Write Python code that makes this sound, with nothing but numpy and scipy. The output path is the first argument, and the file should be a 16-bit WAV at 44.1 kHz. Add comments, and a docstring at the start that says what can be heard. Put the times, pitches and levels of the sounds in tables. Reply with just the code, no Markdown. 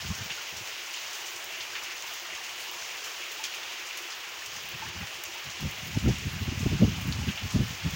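"""Steady rain on a muddy yard, heard from under the tiled roof of a porch.
It opens with a short buffet of wind on the microphone. From the start, countless far drops merge
into a hiss, nearer ones patter and drum faintly on something hollow, and drips from the eaves splat,
tick and plop into standing water. The rain holds while the wind lies low; near five seconds the gusts
return, and they buffet hardest through the last two seconds."""
import sys
import numpy as np
from scipy import signal
from scipy.fft import rfft, irfft
from scipy.io import wavfile
from scipy.ndimage import uniform_filter1d

SR = 44100
rng = np.random.default_rng(int(sys.argv[2]) if len(sys.argv) > 2 else 0)


def transcribe(signal):
    """Save signal, clipped to [-1, 1], as a 16-bit WAV file at the path in sys.argv[1]."""
    frames = np.atleast_2d(signal).T
    limited = np.clip(frames, -1, 1)
    pcm = np.round(limited * 32767).astype(np.int16)
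    wavfile.write(sys.argv[1], SR, pcm)


N = 350595
TIME = np.arange(N) / SR


def from_db(db):
    """Decibels to gain."""
    return 10 ** (np.asarray(db) / 20)


def unit_rms(x):
    """Scale to unit power."""
    return x / np.sqrt(np.mean(x ** 2) + 1e-20)


def evened(x, samples):
    """Hold the power steady over stretches of this many samples."""
    return x / np.sqrt(uniform_filter1d(x ** 2, size=samples) + 1e-9)


def fader(rows):
    """Ride a level in straight lines between (seconds, dB) points."""
    return np.interp(TIME, *np.transpose(rows))


def drift(rate_hz):
    """A smooth random wander with a spread of 1."""
    hop, settle = 40, 2000
    pole = np.exp(-2 * np.pi * rate_hz * hop / SR)
    noise = rng.standard_normal(N // hop + settle + 2)
    slow = signal.lfilter([1], [1, -2 * pole, pole * pole], noise)[settle:]
    return np.interp(np.arange(N) / hop, np.arange(len(slow)), unit_rms(slow))


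def coloured(x, spectrum):
    """Minimum-phase EQ through (Hz, dB) points; white noise keeps its power."""
    size = 8192
    hz, db = np.transpose(spectrum)
    bin_hz = np.maximum(np.arange(size // 2 + 1) * SR / size, 1)
    gain = from_db(np.interp(np.log(bin_hz), np.log(hz), db))
    cepstrum = irfft(np.log(gain))
    cepstrum[1:size // 2] *= 2
    cepstrum[size // 2 + 1:] = 0
    response = irfft(np.exp(rfft(cepstrum)))
    return signal.oaconvolve(x, response / np.linalg.norm(response))[:N]


def resonance(x, hz, q):
    """One resonance with unity gain at its peak."""
    hz = min(hz, SR * .45)
    return signal.lfilter(*signal.iirpeak(hz, max(q, 4 * hz / SR), fs=SR), x + 1e-18)


def band(x, low_hz, high_hz):
    """Band-pass."""
    return signal.sosfilt(signal.butter(2, [low_hz, high_hz], "band", fs=SR, output="sos"), x + 1e-18)


def drops(per_s, spread_db):
    """Impacts at random moments, many small and a few large, at unit power."""
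    at = np.flatnonzero(rng.random(N) < per_s / SR)
    chance = rng.uniform(-1, 1, N)[at]
    size = np.minimum(-np.log(np.abs(chance) + 1e-9), 4)
    clicks = np.zeros(N)
    clicks[at] = np.sign(chance) * from_db(spread_db * size)
    return unit_rms(clicks)


def porch(x, t60, wet_db):
    """Roof, floor and wall send back a short cloud of reflections."""
    t = TIME[:SR // 3]
    echoes = rng.standard_normal(len(t)) * (rng.random(len(t)) < 2500 / SR)  # 2500 a second
    echoes *= (t > .003) * from_db(-60 * t / t60)  # 3 ms pre-delay, then the decay
    return x + from_db(wet_db) * signal.oaconvolve(x, echoes / np.linalg.norm(echoes))[:N]


# The breeze between the gusts. Each row: time in seconds, relative level in dB.
BREEZE = [(0, -48), (0.2, -48), (0.4, -65), (0.9, -72), (1.75, -68), (4.25, -73), (4.75, -51), (5.15, -64),
          (5.4, -65), (5.95, -40), (6.37, -39.5), (6.8, -35), (7.2, -33.5), (7.37, -50.5), (7.7, -37),
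          (7.8, -48), (7.95, -33.5)]
# Gusts that hit the microphone. Each row: peak time in seconds, relative level in dB, width in seconds.
GUSTS = [(0.063, -36.5, .03), (0.108, -27.5, 0.03), (0.217, -34, 0.02), (0.535, -48, .02),
         (0.573, -49, 0.024), (0.617, -46, 0.024), (4.75, -42, .025), (4.874, -43, 0.046),
         (4.975, -39.5, 0.038), (5.025, -35.5, .035), (5.478, -42.5, 0.038), (5.652, -27.5, 0.054),
         (5.875, -41, 0.023), (5.973, -20, .014), (6.08, -18.5, 0.065), (6.27, -25, 0.024),
         (6.422, -26.5, .025), (6.486, -22, 0.014), (6.525, -29.5, .015), (6.578, -26, 0.012),
         (6.665, -16, 0.013), (6.735, -23.5, 0.053), (6.832, -15, 0.043), (6.883, -22, 0.02),
         (7.093, -25.5, 0.034), (7.285, -24, 0.032), (7.449, -29.5, 0.041), (7.559, -18.5, 0.028),
         (7.611, -20.5, 0.043), (7.864, -23.5, 0.037)]
# Tone of the wind's rumble. Each row: frequency in Hz, relative gain in dB.
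RUMBLE_EQ = [(20, -30.5), (40, -12), (65, -3), (95, 2), (160, -4), (250, -15), (400, -32.5), (700, -64),
             (1500, -56), (4000, -110)]
# Tone of the small eddies in a hard buffet. Each row: frequency in Hz, relative gain in dB.
EDDY_EQ = [(70, -26.5), (130, -6.5), (190, 8.5), (280, -1.5), (390, -8), (480, -15.5), (620, -17.5),
           (1000, -33.5), (2000, -81), (4000, -116)]


def wind():
    """Turbulence rumbles on the microphone; faster air sheds smaller eddies, which reach higher."""
    lumps_db = 4.5 * drift(rate_hz=42)
    power = from_db(fader(BREEZE) + lumps_db) ** 2
    for peak_s, db, width_s in GUSTS:
        near = slice(max(int((peak_s - 2 * width_s) * SR), 0), int((peak_s + 2 * width_s) * SR))
        swell = .5 ** ((2 * (TIME[near] - peak_s) / width_s) ** 2)
        power[near] += (from_db(db) * swell) ** 2
    rumble = evened(coloured(rng.standard_normal(N), RUMBLE_EQ), samples=450)
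    eddies = evened(coloured(rng.standard_normal(N), EDDY_EQ), samples=300)
    buffet = from_db(-1.5) * np.sqrt(power) * rumble + from_db(12) * power * eddies
    # only a little of the deepest bass is left in the wind
    return signal.sosfilt(signal.butter(2, 52, "high", fs=SR, output="sos"), buffet)


def drumming():
    """Drops on something hollow, likely a water tank, keep two low notes sounding."""
    hits = drops(per_s=70, spread_db=4)
    ring = unit_rms(resonance(hits, hz=349.5, q=19))
    knock = unit_rms(resonance(hits, hz=430, q=3.8))
    return from_db(-61.5) * ring - from_db(-72) * knock


def far_rain(flicker_db):
    """Countless far drops merge into a hiss; each band wavers a little by itself."""
    edges_hz = np.geomspace(30, 19000, 15)
    white = rng.standard_normal((2, N))
    bands = [band(white[k % 2], low, high) * from_db(flicker_db * drift(rate_hz=5.8))
             for k, (low, high) in enumerate(zip(edges_hz, edges_hz[1:]))]
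    return unit_rms(sum(bands))


def patter():
    """Nearer drops: dull on mud and leaves, sharp on hard ground, tiny bubbles in the puddles."""
    dull = sum(porch(resonance(drops(per_s=70, spread_db=0.5), hz, q=4.7), t60=0.058, wet_db=4)
               for hz in np.geomspace(1900, 6500, 6))
    sharp = sum(porch(resonance(drops(per_s=60, spread_db=3), hz, q=1.28), t60=0.085, wet_db=6.5)
                for hz in np.geomspace(5500, 15000, 4))
    bubbles = sum(unit_rms(resonance(drops(per_s=12, spread_db=3.5), hz, q=21))
                  for hz in np.geomspace(650, 4200, 16))
    return from_db(-15) * dull + from_db(-17.5) * sharp + from_db(-33) * bubbles


# Drips that plop into standing water. Each row: start in seconds, level in dB, pitch in Hz.
PLOPS = [(0.376, -33, 1426), (3.396, -30.5, 887), (4.822, -27, 886), (5.028, -39, 820), (5.947, -35, 890)]


def plops(t60, rise_s):
    """A drip traps a bubble, whose note swells and rings briefly."""
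    out, t = np.zeros(N), TIME[:SR // 5]
    envelope = (1 - np.exp(-t / rise_s)) * from_db(-60 * t / t60)
    for start_s, db, hz in PLOPS:
        at = int(start_s * SR)
        out[at:at + len(t)] += from_db(db) * np.sin(2 * np.pi * hz * t) * envelope
    return porch(out, t60=0.23, wet_db=-12)


def small_drips(per_s=3.5, low_hz=6000, high_hz=16000, q=1.16):
    """Fainter, bright drips at random moments and pitches, as rows like those of EAVES_DRIPS."""
    gap, strength, pitch, decay = rng.random((80, 4)).T
    start_s = np.cumsum(.3 + 1.4 * gap) / per_s
    db = 7.5 + 1.2 * (2 * strength - 1)
    hz = low_hz * (high_hz / low_hz) ** pitch
    t60 = 0.15 * 2 ** (2 * decay - 1)
    return [(start_s[k], db[k], hz[k], q, t60[k]) for k in np.flatnonzero(start_s < TIME[-1])]


# The standout drips from the eaves. Each row: start in seconds, relative level in dB,
# centre frequency in Hz, sharpness as Q, time to die away by 60 dB in seconds.
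EAVES_DRIPS = [(0.019, 10, 4430, 2, 0.04), (0.299, 9, 2640, 0.86, .25), (0.672, 5, 6740, .5, 0.15),
               (0.943, 10, 2900, 3, 0.065), (1.13, 6.5, 9000, .4, 0.39), (1.441, 9, 15000, 1, .07),
               (1.606, 7.5, 4370, 1, 0.19), (1.753, 11.5, 2130, 0.66, 0.19), (2.022, 10, 8400, 1, .044),
               (2.174, 13, 2100, 4, .05), (2.6, 6, 10600, 1, .33), (2.812, 7.5, 5860, 2, 0.24),
               (3.04, 5, 9400, .5, 0.87), (3.438, 14, 6900, .5, 0.18), (3.538, 12.5, 2600, 2, 0.051),
               (3.631, 7, 4500, .5, 0.082), (3.906, 8, 2580, 2, .16), (3.972, 12.5, 11000, .5, .15),
               (4.119, 11, 4630, 2, 0.14), (4.46, 11.5, 10100, .9, .082), (4.688, 11, 15000, 2, .07),
               (5.236, 17.5, 13400, 1, 0.043), (5.87, 9, 15000, 1, .11), (6.081, 6, 6550, .5, 0.5),
               (7.072, 8, 15000, 2, 0.1), (7.124, 15.5, 4230, 2, 0.076), (7.282, 9, 3030, 1.5, .17),
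               (7.375, 8.5, 3000, 1.3, 0.24), (7.523, 11, 10600, 2, .12), (7.68, 9, 7560, 2, .086)]


def drips(crack_db, clump_db, crack_per_octave_db):
    """Each drip cracks on impact, then its scattered droplets land in a dying burst."""
    out, t = np.zeros(N), TIME[:SR // 4]
    for start_s, db, hz, q, t60 in list(EAVES_DRIPS) + small_drips():
        clumps = unit_rms(uniform_filter1d(rng.standard_normal(len(t)), size=60))
        droplets = unit_rms(rng.standard_normal(len(t)) * from_db(clump_db * clumps))
        splash = droplets * from_db(-60 * t / t60)
        # bright drips come from smaller droplets and crack more sharply
        splash[SR // 400] += from_db(crack_db + crack_per_octave_db * np.log2(hz / 4000))
        splash = resonance(resonance(splash, hz, q), hz, q)
        at = int(start_s * SR)
        out[at:at + len(t)] += from_db(db) * splash[:N - at]
    return out


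# Overall tone of the hiss, patter and drips. Each row: frequency in Hz, relative gain in dB.
RAIN_EQ = [(40, -38), (110, -28.5), (220, -23.5), (400, -8.5), (530, -8.5), (1000, -4.5), (1400, -4.5),
           (2830, 1), (3950, -7.5), (6600, -6.5), (8200, -20), (11000, -24.5), (13800, -24.5), (14900, -12)]
# Fader ride for the body of the rain. Each row: time in seconds, relative level in dB.
BODY_RIDE = [(0, -39.5), (2.1, -39), (4.5, -39.5), (7.95, -39)]
# Fader ride for the fine spray on top. Each row: time in seconds, relative level in dB.
SPRAY_RIDE = [(0, -41.5), (2.7, -42), (4.1, -44), (7.95, -43)]


def rain_under_roof(water, crossover_hz):
    """The rain's body holds steady, while its fine spray sounds duller from deeper under the roof."""
    rain = coloured(water, RAIN_EQ)
    body = signal.sosfiltfilt(signal.butter(2, crossover_hz, fs=SR, output="sos"), rain)
    spray = rain - body
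    return from_db(fader(BODY_RIDE) + 3) * body + from_db(fader(SPRAY_RIDE) + 5.5) * spray


def scene():
    """Rain, drips and wind at one microphone."""
    bed = from_db(-3.5) * far_rain(flicker_db=1.45) + patter()
    low_end = drumming() + wind()
    splats = from_db(-2) * drips(crack_db=9.5, clump_db=2, crack_per_octave_db=7)
    rain = rain_under_roof(bed + splats, crossover_hz=3700)
    return (low_end + plops(t60=0.089, rise_s=0.0032) + rain)[None]


def record(dry):
    """A steep high cut at 15.9 kHz."""
    return signal.sosfilt(signal.ellip(12, .1, 80, 15900, fs=SR, output="sos"), dry)


dry = scene()
out = record(dry)
transcribe(out)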